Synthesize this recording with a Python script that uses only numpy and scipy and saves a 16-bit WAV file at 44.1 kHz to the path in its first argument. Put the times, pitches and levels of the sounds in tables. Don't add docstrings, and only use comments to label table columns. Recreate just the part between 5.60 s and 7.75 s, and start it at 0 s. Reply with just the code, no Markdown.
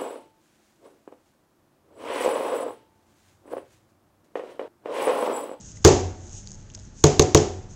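import sys
import numpy as np
from scipy import signal
from scipy.fft import rfft, irfft, next_fast_len
from scipy.io import wavfile

SR = 44100
rng = np.random.default_rng(int(sys.argv[2]) if len(sys.argv) > 2 else 0)


def master_out(mix):
    frames = np.transpose(np.atleast_2d(mix))
    ceiling = np.clip(frames, -1, 1)
    pcm = np.round(ceiling * 32767).astype(np.int16)
    wavfile.write(sys.argv[1], SR, pcm)


def field_ratio(decibels):
    return 10 ** (np.asarray(decibels, dtype=float) / 20)


N = 94815


def unit(x):
    return x / np.sqrt(np.mean(x ** 2) + 1e-20)


def along(points, hz):
    point_hz, value = np.transpose(points)
    return np.interp(np.log(hz + 1), np.log(point_hz + 1), value)


def coloured(x, points):
    size = 2 * next_fast_len(len(x) // 2 + 4096)
    gain = field_ratio(np.maximum(along(points, np.fft.rfftfreq(size, 1 / SR)), -70))
    cepstrum = irfft(np.log(unit(gain)), size)
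    cepstrum[1:size // 2] *= 2
    cepstrum[size // 2 + 1:] = 0
    response = np.exp(rfft(cepstrum))
    return irfft(rfft(x, size) * response, size)[:len(x)]


def add(track, start_s, sound):
    part = track[round(start_s * SR):][:len(sound)]
    part += sound[:len(part)]


def ring(t, hz, db, t60, phase=0):
    return field_ratio(db - 60 * t / t60) * np.sin(2 * np.pi * hz * t + phase)


def room_tail():
    # pitch_hz, t60_s
    decay_times = [(60, 1), (160, 0.49), (420, 0.43), (1100, .5), (2900, 0.47), (7000, 0.44)]
    rise_s = 0.0013
    hz, t, spectrum = signal.stft(rng.standard_normal(SR), SR, nperseg=512)
    decay = field_ratio(-60 * t / along(decay_times, hz)[:, None])
    tail = signal.istft(spectrum * decay, SR, nperseg=512)[1][:SR]
    return tail * (1 - np.exp(-np.arange(SR) / SR / rise_s))


def room_air():
    # pitch_hz, relative level_db
    air_colour = [(12, -74.5), (20, 5.5), (48, 0.5), (121, -0.5), (282, -11.5), (347, -15), (497, -21),
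                  (1100, -29), (1620, -27.5), (2380, -34), (6660, -34), (9300, -43), (12100, -111),
                  (20500, -120)]
    # pitch_hz, level_db (rms), width_hz
    drone_partials = [(97.9, -50.5, 5.8), (196.8, -57.5, 3), (622, -73.5, 10), (853, -72.5, 17)]
    air_db = -46
    freqs = np.fft.rfftfreq(N, 1 / SR)
    drone = np.zeros(N)
    for hz, db, width_hz in drone_partials:
        band = np.exp(-((freqs - hz) / width_hz) ** 2)
        drone += field_ratio(db) * unit(irfft(rfft(rng.standard_normal(N)) * band, N))
    return field_ratio(air_db) * coloured(rng.standard_normal(N), air_colour) + drone


def tongue():
    # start_s, level_db (rms), crackle share of the power (0-1)
    strokes = [(0, -52, 0.13), (.07, -46.5, 0.4), (.11, -46, 0.35), (.14, -55.5, 0.4), (.165, -47, 0.5),
               (.2, -58, 0), (0.233, -50.5, 0.64), (0.559, -58.5, 0), (.68, -51, 0.6), (.78, -42, 0.09),
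               (.83, -53, 0.3), (.87, -52, 1), (.95, -54, 0.73), (1.08, -63.5, .2), (1.129, -56.5, 1),
               (1.2, -54.5, 0.7), (1.26, -56, 0.35), (1.33, -66, .1), (1.39, -47.5, 0.3), (1.44, -50, .1),
               (2.02, -59, .1), (2.08, -66, 0), (2.11, -51.5, 0), (2.15, -56, 0)]
    # pitch_hz, relative level_db
    fur_colour = [(1470, -75.5), (2500, -26.5), (3610, -27), (4500, -26.5), (5990, -12), (6540, -7),
                  (7710, -19), (8800, -16.5), (9300, -31.5), (12100, -82), (20500, -120)]
    crackle_per_s, crackle_t60_s, crackle_spread_db = 500, 0.004, 1.8
    start_s, level_db, crackle_share = np.transpose(strokes)
    t = np.arange(N) / SR
    share = np.interp(t, start_s, crackle_share)
    pops = rng.random(N) < crackle_per_s / SR
    pops = pops * field_ratio(crackle_spread_db * rng.exponential(size=N))
    decay = field_ratio(-60 * t[:400] / crackle_t60_s)
    crackle = np.convolve(pops, decay)[:N] * rng.standard_normal(N)
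    rasp = np.sqrt(1 - share) * rng.standard_normal(N) + np.sqrt(share) * unit(crackle)
    return field_ratio(np.interp(t, start_s, level_db)) * coloured(rasp, fur_colour)


def wet_clicks():
    # start_s, level_db, low ring pitch_hz, low ring db against the high ring, t60_s
    threads = [(.1195, -36, 5000, -12, .004), (.123, -37, 5000, -12, .004), (.1815, -40, 5000, -12, .003),
               (.864, -41, 5500, 0, .008), (.8734, -21, 4700, -1, .0035), (.8805, -37, 4500, -5, .002),
               (.8895, -36, 5500, -5, .002), (.897, -37, 5000, -12, .008), (.906, -34, 5000, -12, .005),
               (.9077, -35, 5000, -12, .003), (.913, -36, 5000, -12, .005), (.9176, -14, 1500, -19, .0018),
               (.9305, -37, 5300, 0, .005), (.9385, -35, 5500, -9, .005), (.944, -36, 5000, -12, .005),
               (.9457, -35, 5000, -12, .004), (.9515, -36, 5500, -8, .004), (1.1002, -39, 5800, -3, .004),
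               (1.1013, -35, 3000, 0, .004), (1.108, -42, 3500, -3, .005), (1.1375, -34, 3000, -7, .003),
               (1.1465, -37, 5000, -3, .003), (1.1494, -17, 5200, -3, .0028), (1.153, -26, 5700, -2, .006),
               (1.176, -38, 3300, 0, .003), (1.1915, -38, 4000, -6, .006), (1.1975, -32, 5500, -3, .004)]
    # start_s, level_db, pitch_hz, t60_s
    bubbles = [(0.171, -48, 2050, 0.023), (1.176, -46.5, 660, 0.028)]
    high_ring_hz, rise_s, roughness, room_db = 6500, 0.0002, 0.19, -16
    clicks = np.zeros(N)
    t = np.arange(2000) / SR
    for start_s, db, low_hz, low_db, t60 in threads:
        rings = ring(t, high_ring_hz, 0, t60) + ring(t, low_hz, low_db, t60)
        rough = 1 + roughness * rng.standard_normal(len(t))
        add(clicks, start_s, field_ratio(db) * rings * (1 - np.exp(-t / rise_s)) * rough)
    tail = room_tail()
    clicks += field_ratio(room_db) * signal.fftconvolve(clicks, tail / np.linalg.norm(tail))[:N]
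    for start_s, db, hz, t60 in bubbles:
        add(clicks, start_s, ring(t, hz, db, t60))
    return clicks


def crack_and_snap(cracks, snaps, t, start_s, crack_db, snap_hz):
    # delay_s, snap level_db, grit level_db (both against the crack level)
    echoes = [(0, 5, 1.5), (.0032, -11, -12), (.0075, -37.5, -23.5), (.0150, -32.5, -21), (.0245, -14, -18),
              (.0278, -4.5, -20), (.0309, -9.5, -21)]
    crack_t60_s = 0.014
    snap_t60_s, snap_rise_s, echo_pitch_scatter = 0.0056, 0.00013, 0.031
    for delay_s, snap_db, grit_db in echoes:
        grit = field_ratio(crack_db + grit_db - 60 * t / crack_t60_s) * rng.standard_normal(len(t))
        add(cracks, start_s + delay_s, grit)
        scatter = echo_pitch_scatter * rng.normal() * (delay_s > 0)
        snap = ring(t, snap_hz * (1 + scatter), crack_db + snap_db, snap_t60_s)
        add(snaps, start_s + delay_s, snap * (1 - np.exp(-t / snap_rise_s)))


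def panel_blow(t):
    # pitch_hz, relative level_db, t60_s
    panel_modes = [(88.8, -19.5, 1), (94.2, -14, 0.58), (105.8, -3.5, 0.1), (147.3, -3.5, 0.21),
                   (245.7, -15, .2), (329, -9, 0.17), (360.5, -15.5, .3), (394.6, 0.5, 0.088),
                   (428.5, -1, 0.2), (566.3, -4.5, 0.11), (681, -17.5, 0.34), (739, -20, 0.59),
                   (753.5, -26, 0.14), (766, -30, 0.11), (909, -27.5, 0.29), (1167, -35, 0.32)]
    # pitch_hz, relative level_db, t60_s
    thump_rings = [(345, 12, .022), (156, 7, 0.02), (1137, -3, 0.018)]
    rise_s, level_scatter_db = 0.0024, 2.5
    wander_rad = 0.35
    modes = np.zeros(len(t))
    for hz, db, t60 in panel_modes:
        phase = wander_rad * np.cumsum(rng.standard_normal(len(t))) / np.sqrt(SR / 10)
        modes += ring(t, hz, db + level_scatter_db * rng.normal(), t60, phase)
    thump = sum(ring(t, hz, db, t60) for hz, db, t60 in thump_rings)
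    return modes * (1 - np.exp(-t / rise_s)) + thump


def knocks():
    # start_s, crack_db, snap pitch_hz, panel_db, room_db (relative levels)
    blows = [(0.2485, 0, 6810, -2.5, -7.5), (1.4401, -5.5, 6500, -7.5, -14),
             (1.5949, -3.5, 6390, -10.5, -17.5), (1.7472, -1, 5870, -6, -14)]
    # start_s, relative level_db, t60_s
    lead_ticks = [(.2437, -21, .04), (.2466, -13, .015), (1.4384, -19, .02), (1.4393, -12, .01)]
    # pitch_hz, relative level_db
    crack_colour = [(500, -56), (1000, -1.5), (1600, -15), (2800, -12.5), (4300, -6.5), (5200, -12.5),
                    (6540, -2), (8000, -16.5), (9300, -14), (12000, -87)]
    # pitch_hz, relative level_db
    boom_colour = [(24, -59), (40, -20.5), (91, -8), (154, -16.5), (202, -12), (333, -5.5), (365, 1),
                   (631, -14.5), (740, -12.5), (1400, -29), (4380, -29.5), (6760, -21.5), (9300, -43),
                   (12100, -108.5), (20500, -120)]
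    # pitch_hz, relative level_db
    linger_colour = [(60, -19.5), (100, -7), (200, -6.5), (350, 6.5), (450, -2.5), (750, -5), (1100, -15),
                     (1700, -15.5), (3500, -29.5), (6000, -46)]
    panel_delay_s = 0.0016
    linger_db, linger_t60_s = -25.5, 1.19
    cracks, snaps, panel, boom, linger = np.zeros((5, N))
    t = np.arange(SR) / SR
    short_t = t[:900]
    for start_s, crack_db, snap_hz, panel_db, room_db in blows:
        crack_and_snap(cracks, snaps, short_t, start_s, crack_db, snap_hz)
        add(panel, start_s + panel_delay_s, field_ratio(panel_db) * panel_blow(t))
        add(boom, start_s, field_ratio(room_db) * room_tail())
        slow_decay = field_ratio(room_db + linger_db - 60 * t / linger_t60_s)
        add(linger, start_s, slow_decay * rng.standard_normal(SR))
    for start_s, db, t60 in lead_ticks:
        add(cracks, start_s, field_ratio(db - 60 * short_t / t60) * rng.standard_normal(len(short_t)))
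    tails = coloured(boom, boom_colour) + coloured(linger, linger_colour)
    return coloured(cracks, crack_colour) + snaps + panel + tails


def scene():
    return (room_air() + tongue() + wet_clicks() + knocks())[None]


def top_cut(x):
    return signal.sosfilt(signal.butter(12, 17140, fs=SR, output="sos"), x)


def record(dry):
    mic_stop_hz, rolloff_hz = 9650, 11600
    clip_db, clip_hardness = -3.1, 12
    mic = signal.sosfilt(signal.cheby2(10, 60, mic_stop_hz, fs=SR, output="sos"), dry)
    overload = np.abs(mic / field_ratio(clip_db)) ** clip_hardness
    clipped = mic / (1 + overload) ** (1 / clip_hardness)
    mix = signal.sosfilt(signal.butter(2, rolloff_hz, fs=SR, output="sos"), clipped)
    return top_cut(mix)


dry = scene()
out = record(dry)
master_out(out)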